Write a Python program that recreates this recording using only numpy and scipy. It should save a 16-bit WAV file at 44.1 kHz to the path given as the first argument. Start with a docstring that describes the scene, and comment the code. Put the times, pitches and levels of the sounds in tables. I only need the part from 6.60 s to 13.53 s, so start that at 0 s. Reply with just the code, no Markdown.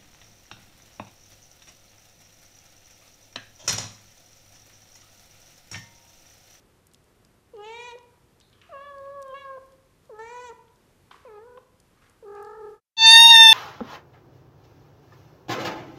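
"""Cat and kittens in a basket

A cat among her kittens gives five quiet mews in a furnished room, each a harmonic series filtered by
her mouth. Mouths tick, pop and lick, the soft basket rings to dull taps and fur rustles the bedding.
The sound fades to near silence, then fades in on one kitten close by, whose long, loud, breathy meow
just overloads the input."""
import sys
import numpy as np
from scipy import signal
from scipy.fft import rfft, irfft, next_fast_len
from scipy.io import wavfile

SR = 44100
rng = np.random.default_rng(int(sys.argv[2]) if len(sys.argv) > 2 else 0)


def waveform_to_disk(signal):
    """Save audio, clipped to [-1, 1], as 16-bit WAV at the path in sys.argv[1]."""
    frames = np.transpose(np.atleast_2d(signal))
    scaled = np.clip(frames, -1, 1) * 32767
    samples = np.round(scaled).astype(np.int16)
    wavfile.write(sys.argv[1], SR, samples)


N = 305611


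def amp(db):
    """Amplitude ratio: a factor of ten for every 20 dB."""
    return 10 ** (np.asarray(db) / 20)


def rms_one(x):
    """Normalisation to unit mean power."""
    return x / np.sqrt(np.mean(x ** 2) + 1e-20)


def span(rows):
    """Linear interpolation in time: the samples a table covers, and its columns at each."""
    times, *columns = np.transpose(rows)
    at = np.arange(int(times[0] * SR), min(int(times[-1] * SR) + 1, N))
    return at, [np.interp(at / SR, times, c) for c in columns]


def at_hz(points, hz):
    """Interpolation of a spectral envelope over log frequency."""
    knots_hz, db = np.transpose(points)
    return np.interp(np.log(hz), np.log(knots_hz), db)


def blend(knots_hz, colours, shares, hz):
    """Weighted mean of spectral envelopes, in dB, at the frequencies hz."""
    return sum(share * np.interp(np.log(hz), np.log(knots_hz), c) for c, share in zip(colours, shares))


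def drift(rate_hz, size):
    """Random modulation: noise through a two-pole low-pass, rms 1."""
    pole = np.exp(-2 * np.pi * rate_hz / SR)
    slow = signal.lfilter([1], [1, -2 * pole, pole * pole], rng.standard_normal(size + 4000))
    return rms_one(slow[4000:])


def coloured(spectrum, size=N):
    """Spectral shaping of white noise, band-limited to the envelope's ends; rms 1."""
    hz = np.maximum(np.arange(size // 2 + 1) * SR / size, 1)
    inside = (hz > spectrum[0][0]) & (hz < spectrum[-1][0])
    return rms_one(irfft(rfft(rng.standard_normal(size)) * amp(at_hz(spectrum, hz)) * inside, size))


def edges(size, ramp_s):
    """Trapezoidal window: a gradual onset and end avoid clicks."""
    i = np.arange(size)
    return np.clip(np.minimum(i, size - i) / (ramp_s * SR), 0, 1)


def partial(phase, k, shimmer_db):
    """Harmonic k with shimmer, a random modulation of its amplitude."""
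    shimmer = amp(shimmer_db * drift(38.3, len(phase)))
    return np.sqrt(2) * shimmer * np.sin(k * phase + rng.uniform(0, 2 * np.pi))


def clicks(events, half_octaves, decay_s):
    """Damped transients: exponentially decaying noise, band-passed about each event's centre."""
    out, t = np.zeros(N), np.arange(8000) / SR
    for (s, db, hz), noise in zip(events, rng.standard_normal((len(events), len(t)))):
        band_hz = np.clip(hz * 2. ** np.array([-half_octaves, half_octaves]), 100, .45 * SR)
        band_pass = signal.butter(2, band_hz, "band", fs=SR, output="sos")
        burst = signal.sosfilt(band_pass, noise * np.exp(-t / decay_s))
        out[round(s * SR):][:len(t)] += amp(db) * burst / np.abs(burst).max()
    return out


def room_air(level_db=-62):
    """Ambient noise: broadband, strongest in the bass, wavering slightly in level."""
    # noise spectrum: (frequency [Hz], relative density [dB])
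    spectrum = [(15, -62), (25, -4.5), (101, -1.5), (297, -10), (368, -7.5), (552, -13), (741, -16.5),
                (1140, -17), (1450, -19.5), (3930, -26.5), (8130, -29.5), (10100, -30), (15500, -34)]
    return amp(level_db + 0.69 * drift(3, N)) * coloured(spectrum)


def mouth_ticks(faint_count=8):
    """Brief impulses have broad spectra: clear ticks of the mouths, and faint ones at random."""
    # clear ticks: (time [s], peak level [dB], centre frequency [Hz])
    clear = [(.2695, -44, 9000), (.3144, -54, 4450), (.336, -46, 8000), (.3453, -42, 4800),
             (.4414, -57, 6580), (.649, -48, 5340), (.967, -52, 3250), (1.3864, -46, 3900),
             (1.801, -47.5, 5850), (2.383, -50, 4970), (2.6187, -45, 7800), (2.6259, -38.5, 6200),
             (2.6815, -53, 8080), (5.2007, -47, 6650), (5.497, -48, 6940), (5.751, -51, 6160),
             (5.8267, -45.5, 9600), (5.848, -49, 5600)]
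    faint = [(6 * a, -58 + 4 * b, 3500 + 6000 * c) for a, b, c in rng.random((faint_count, 3))]
    return clicks(list(clear) + faint, half_octaves=0.62, decay_s=.002)


def mews(trill_hz=45, formant_width_hz=380, vowel_hz=(1600, 3500, 6500)):
    """Source and filter: low harmonics hum through the nose, higher ones emerge as the mouth opens."""
    # contour of each mew: (time [s], pitch [Hz], level [dB], mouth opening [0-1])
    contours = [
        [(0.93, 502, -80, 0.02), (0.938, 494, -43.5, 0.07), (0.974, 406.7, -42.5, 0.32),
         (1.045, 418.7, -41.5, 0.84), (1.069, 437.7, -40.5, 0.85), (1.183, 476.3, -42, 0.97),
         (1.281, 489.5, -41, 0.94), (1.321, 466.5, -44, 0.94), (1.365, 491.5, -45, 0), (1.385, 493, -46, 0.55)],
        [(2.092, 692, -51, .02), (2.112, 690, -47.5, 0.2), (2.14, 559, -39.5, 0.54),
         (2.182, 544.7, -42.5, 0.63), (2.25, 575.3, -45.5, .7), (2.306, 565.5, -44.5, 0.65),
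         (2.406, 545.8, -42, 0.32), (2.556, 564.8, -41.5, 0.36), (2.636, 543, -41.5, 0.35),
         (2.736, 522.4, -39.5, 0.37), (2.744, 550.3, -37, 0.64), (2.8, 564, -49, 0.95),
         (2.858, 544, -40.5, 0.64), (2.96, 529.6, -39.5, 0.33), (2.986, 502, -42, 0.41)],
        [(3.494, 583, -44.5, 0.13), (3.516, 450.4, -46, 0.39), (3.538, 421.8, -43, 0.39),
         (3.585, 426.3, -46.5, 0.6), (3.593, 439, -37.5, 0.75), (3.687, 466.7, -45, 0.9),
         (3.727, 487, -41.5, 0.82), (3.849, 495.9, -41, 0.85), (3.879, 483, -46, 1), (3.901, 455.3, -41, 0.81),
         (3.93, 459.6, -44.5, 0.22)],
        [(4.649, 551, -45, 0.14), (4.699, 433, -46.5, 0.41), (4.783, 410.5, -43.5, 0.41),
         (4.843, 466, -49.5, 0.27), (4.873, 494.6, -49, 0.24), (4.947, 488, -52.5, 0.34), (4.99, 511, -45, 0.1)],
        [(5.625, 476, -46, 0.13), (5.665, 399.5, -43.5, 0.3), (5.739, 414.3, -41.5, 0.42),
         (5.765, 405, -40.5, 0.59), (5.915, 423.6, -41.5, 0.57), (5.979, 442, -44.5, 0.46),
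         (6.045, 417, -37, 0.37), (6.171, 425.5, -50, 0.39), (6.2, 420, -56, 0.7)],
    ]
    # trill depth of each mew: (pitch swing [fraction of the pitch])
    trills = [.006, .004, .006, .018, .045]
    # vocal tract response: (frequency [Hz], mouth shut [dB], half open [dB], wide open [dB])
    tract = [(440, 6, 1.5, -1.5), (570, -5.5, -4.5, -14.5), (866, -27, -4, 0.5), (1025, -16, 0, -6.5),
             (1300, -35, -5.5, -16), (1834, -48, -16, -9.5), (2040, -48, -35.5, -5), (2450, -50, -40, -5),
             (2900, -63, -39, -12.5), (3700, -45, -43, -10), (4440, -45, -38, -23.5), (5130, -60, -43, -34),
             (6050, -60, -50, -20.5), (7650, -60, -53, -27.5), (9000, -70, -68, -46)]
    # sliding mouth resonance of each mew: (time [s], frequency [Hz], lift [dB])
    formants = [
        [(.97, 2900, 27), (1.06, 2950, 8.5), (1.12, 2330, 10.5), (1.28, 2450, 5), (1.36, 2400, -15)],
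        [(2.14, 2700, 13), (2.26, 3280, 12), (2.4, 3400, 0), (2.62, 3500, 4), (2.72, 3285, 26), (2.75, 2730, 8),
         (2.86, 2480, -2)],
        [(3.53, 1300, -5), (3.6, 1800, 8.5), (3.7, 2400, 10.5), (3.9, 2400, -3)],
        [(4.68, 2300, 21), (4.78, 2430, 12), (4.84, 1500, 9)],
        [(5.7, 1240, 3.5), (5.78, 2620, 12), (5.86, 2600, -3)],
    ]
    # vowel of each mew, as lifts at vowel_hz: (low [dB], middle [dB], treble [dB])
    vowels = [(-6.5, 0.5, -0.6), (1.5, -0.5, -11), (-2.3, -8, 3), (0, 5, -8), (0.5, -4.5, 2)]
    out = np.zeros(N)
    knots_hz, *colours = np.transpose(tract)
    for contour, depth, formant, vowel in zip(contours, trills, formants, vowels):
        at, (pitch, db, opening) = span(contour)
        trill_rate = trill_hz * (1 + .18 * drift(8, len(at)))
        trill = depth * np.sin(2 * np.pi * np.cumsum(trill_rate) / SR)
        jitter = 0.0025 * drift(70, len(at))
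        phase = 2 * np.pi * np.cumsum(pitch * (1 + trill + jitter)) / SR
        shares = [np.clip(1 - np.abs(2 * np.clip(opening, 0, 1) - k), 0, 1) for k in range(3)]
        times, *track = np.transpose(formant)
        formant_hz, lift_db = [np.interp(at / SR, times, c) for c in track]
        gains = []
        for hz in np.outer(range(1, 22), pitch):
            formant_db = lift_db * np.exp(-((hz - formant_hz) / formant_width_hz) ** 2)
            vowel_db = at_hz([(1000, 0), *zip(vowel_hz, vowel)], hz)
            gains.append(amp(blend(knots_hz, colours, shares, hz) + formant_db + vowel_db))
        voice = sum(g * partial(phase, k + 1, shimmer_db=1 + .26 * k) for k, g in enumerate(gains))
        voice /= np.sqrt(sum(g ** 2 for g in gains))
        tremolo = 1 + 4.3 * trill   # the level follows the pitch swing
        out[at] += amp(db) * voice * tremolo * edges(len(at), 0.0029)
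    return out


def room(x, t60_s=0.83, wall_cut_hz=1520):
    """Reverberation alone: sixteen feedback delays, dulled by wall absorption on every round trip."""
    size = next_fast_len(N + SR)
    omega = 2 * np.pi * np.arange(size // 2 + 1) / size
    wall_gain = 1 / (1 + (omega * SR / (2 * np.pi * wall_cut_hz)) ** 2) ** .1
    response = 0
    for k, lag_s in enumerate(rng.uniform(.015, .06, 16)):
        trip = amp(-60 * lag_s / t60_s) * wall_gain * np.exp(-1j * omega * round(lag_s * SR))
        response = response + (-1) ** k * trip / (1 - trip)
    return irfft(rfft(x, size) * response, size)[:N]


def pops_and_taps(basket_hz=(1040, 2950)):
    """Damped resonance: lips pop as they part or shut, and each tap excites two basket modes."""
    # lip pops: (time [s], peak level [dB], centre frequency [Hz])
    pops = [(1.352, -41, 470), (2.972, -42.5, 526), (3.592, -57, 900), (3.915, -45.5, 1000)]
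    # taps on the basket: (time [s], low mode peak [dB], high mode peak [dB])
    taps = [(2.456, -68, -60), (4.08, -70, -59), (4.511, -36.5, -41), (4.542, -44, -58),
            (4.974, -42, -50.5)]
    rings = [(s, db, hz) for s, *levels in taps for db, hz in zip(levels, basket_hz)]
    return clicks(rings + list(pops), half_octaves=0.28, decay_s=0.0051)


def licks(trail_db=-8.5):
    """Two-stage decay: a short wet smack, and a narrower band of hiss that trails off."""
    # smacks: (time [s], peak level [dB], centre frequency [Hz])
    events = [(1.81, -48, 3900), (1.928, -51, 3200), (2.015, -44, 2700)]
    smacks = clicks(events, half_octaves=0.39, decay_s=0.0046)
    return smacks + amp(trail_db) * clicks(events, half_octaves=0.13, decay_s=0.079)


def rustle(fade_db=17):
    """Friction noise: fur drags over the bedding in uneven grains, swelling and fading."""
    # strokes of fur: (start [s], peak time [s], end [s], peak level [dB])
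    strokes = [(1.903, 2.07, 2.2, -60.5), (4.498, 4.52, 4.68, -55), (5.299, 5.444, 5.62, -62.5)]
    # friction spectrum: (frequency [Hz], relative density [dB])
    bedding = [(290, -15), (500, -8), (644, -34), (1140, -3), (5780, -22.5), (7050, -25.5), (12000, -34),
               (15600, -60), (22000, -120)]
    out = np.zeros(N)
    for start, peak, end, top_db in strokes:
        at, (db,) = span([(start, top_db - fade_db), (peak, top_db), (end, top_db - fade_db)])
        grain_db = 2.0 * drift(37, len(at))
        out[at] = amp(db + grain_db) * coloured(bedding, len(at)) * edges(len(at), 0.014)
    return out


def kitten_meow(breath_db=-50, haze_db=-33):
    """Source and filter: sharp harmonics, strongest on the throat resonance, with breath between them."""
    # contour: (time [s], base level [dB], mouth shape [0-1], harmonic 2 lift [dB], treble lift [dB])
    contour = [(6.367, -44.5, .02, -17, -58), (6.384, -26, .02, -10, -42), (6.426, -14, 0.022, -8, -56),
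               (6.455, -9, .02, -1.5, -24), (6.468, -9, 0.018, -8.5, 1.3), (6.552, -8, 0.075, 1.5, 2),
               (6.575, -7, 0.49, -5, 5.5), (6.654, -7.5, 0.91, -11, 4), (6.686, -7.5, 0.92, -22, 0),
               (6.71, -6, .7, -9.5, -4), (6.738, -8, .98, -2, -1), (6.78, -9, .98, -1.5, 1.5),
               (6.8, -8.5, 1, -4.5, -1), (6.868, -7.5, 0.92, -4, 2), (6.9, -9.5, .98, -15, 4),
               (6.93, -9, 0.7, -6, 1)]
    # fundamental: (time [s], frequency [Hz])
    melody = [(6.36, 892.8), (6.488, 899.8), (6.522, 911.1), (6.624, 922.3), (6.7, 924.1), (6.782, 902.2),
              (6.918, 888.4), (6.93, 881.1)]
    # vocal tract response: (frequency [Hz], gain at shape 0 [dB], gain at shape 1 [dB])
    tract = [(913, -12.5, -12), (1800, -8.5, -5), (2700, -10, -11.5), (3635, -1.5, 0), (4500, -5, -24.5),
             (5400, -25, -17.5), (6267, -16.5, -20), (7180, -28, -45.5), (7950, -56, -62),
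             (9153, -25.5, -21.5), (10120, -29, -40), (10900, -33.5, -46.5), (12530, -48, -21.5),
             (12300, -43, -43), (13700, -70, -70), (15400, -80, -79)]
    # high haze of breath: (frequency [Hz], relative density [dB])
    haze_spectrum = [(8800, -13), (9500, 7), (10500, -16), (12000, 1), (12700, -3)]
    # broadband breath: (frequency [Hz], relative density [dB])
    breath_spectrum = [(800, -45), (1500, -8.5), (2900, -24), (3500, 3.5), (4300, 2.5), (5000, -30),
                       (6200, -4), (8000, -31), (9500, -33), (11000, -34)]
    # puffs of breath: (time [s], level [dB], half length [s])
    puffs = [(6.433, -35.5, 0.039), (6.534, -37, 0.018), (6.699, -26, 0.023)]
    knots_hz, *colours = np.transpose(tract)
    at, (db, shape, second_db, treble_db) = span(contour)
    t, size = at / SR, len(at)
    pitch = np.interp(t, *np.transpose(melody))
    jitter = 0.0022 * drift(35.6, size)
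    phase = 2 * np.pi * np.cumsum(pitch * (1 + jitter)) / SR
    shape, voice = np.clip(shape, 0, 1), 0
    for k in range(1, 18):
        tract_db = blend(knots_hz, colours, [1 - shape, shape], k * pitch.mean())
        level_db = db + tract_db + second_db * (k == 2) + treble_db * (k > 8)
        voice += amp(level_db) * partial(phase, k, shimmer_db=4.1 if k > 7 else 0.5)
    voice += amp(db + treble_db + haze_db) * coloured(haze_spectrum, size)
    puffing = sum(amp(top_db) * np.exp(-((t - s) / half_s) ** 2) for s, top_db, half_s in puffs)
    flutter = amp(3.6 * drift(16, size))
    breath = (amp(db + breath_db) + puffing) * flutter * coloured(breath_spectrum, size)
    onset = edges(2 * size, 0.0032)[:size]
    out = np.zeros(N)
    out[at] = voice * onset + breath
    return out


def near_air(level_db=-46):
    """Ambient noise around the kitten: a low rumble under random amplitude modulation."""
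    # rumble spectrum: (frequency [Hz], relative density [dB])
    spectrum = [(15, -26), (25, -9), (65, 2), (214, -6.5), (395, -9.5), (511, -12.5), (750, -10),
                (980, -56), (1650, -120)]
    return amp(level_db + 2.5 * drift(12, N)) * coloured(spectrum)


def scene(room_db=-21, near_room_db=-20, hiss_db=-93):
    """Superposition of direct sound, reverberation and air: first the basket, then the close kitten."""
    t = np.arange(N) / SR
    fade_out = np.interp(t, (6.14, 6.205), [1, 0])
    fade_in = np.interp(t, (6.365, 6.46), [0, 1])
    basket = mews() + pops_and_taps() + rustle()
    air = room_air()
    far = basket + amp(room_db) * room(basket) + mouth_ticks() + licks() + air
    kitten = kitten_meow()
    # the room returns little of the kitten's fundamental
    overtones = signal.sosfilt(signal.butter(4, 1300, "high", fs=SR, output="sos"), kitten)
    near = kitten + amp(near_room_db) * room(overtones) + near_air() * fade_in
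    hiss = amp(hiss_db) * rng.standard_normal(N)
    return (far * fade_out + near + hiss)[None]


def record(dry, cutoff_hz=15700):
    """Overload and band limiting: the loudest peaks clip, then a steep low-pass cuts the top."""
    low_pass = signal.cheby2(14, 80, cutoff_hz, fs=SR, output="sos")
    return signal.sosfilt(low_pass, np.clip(dry, -1, 1))


dry = scene()
out = record(dry)
waveform_to_disk(out)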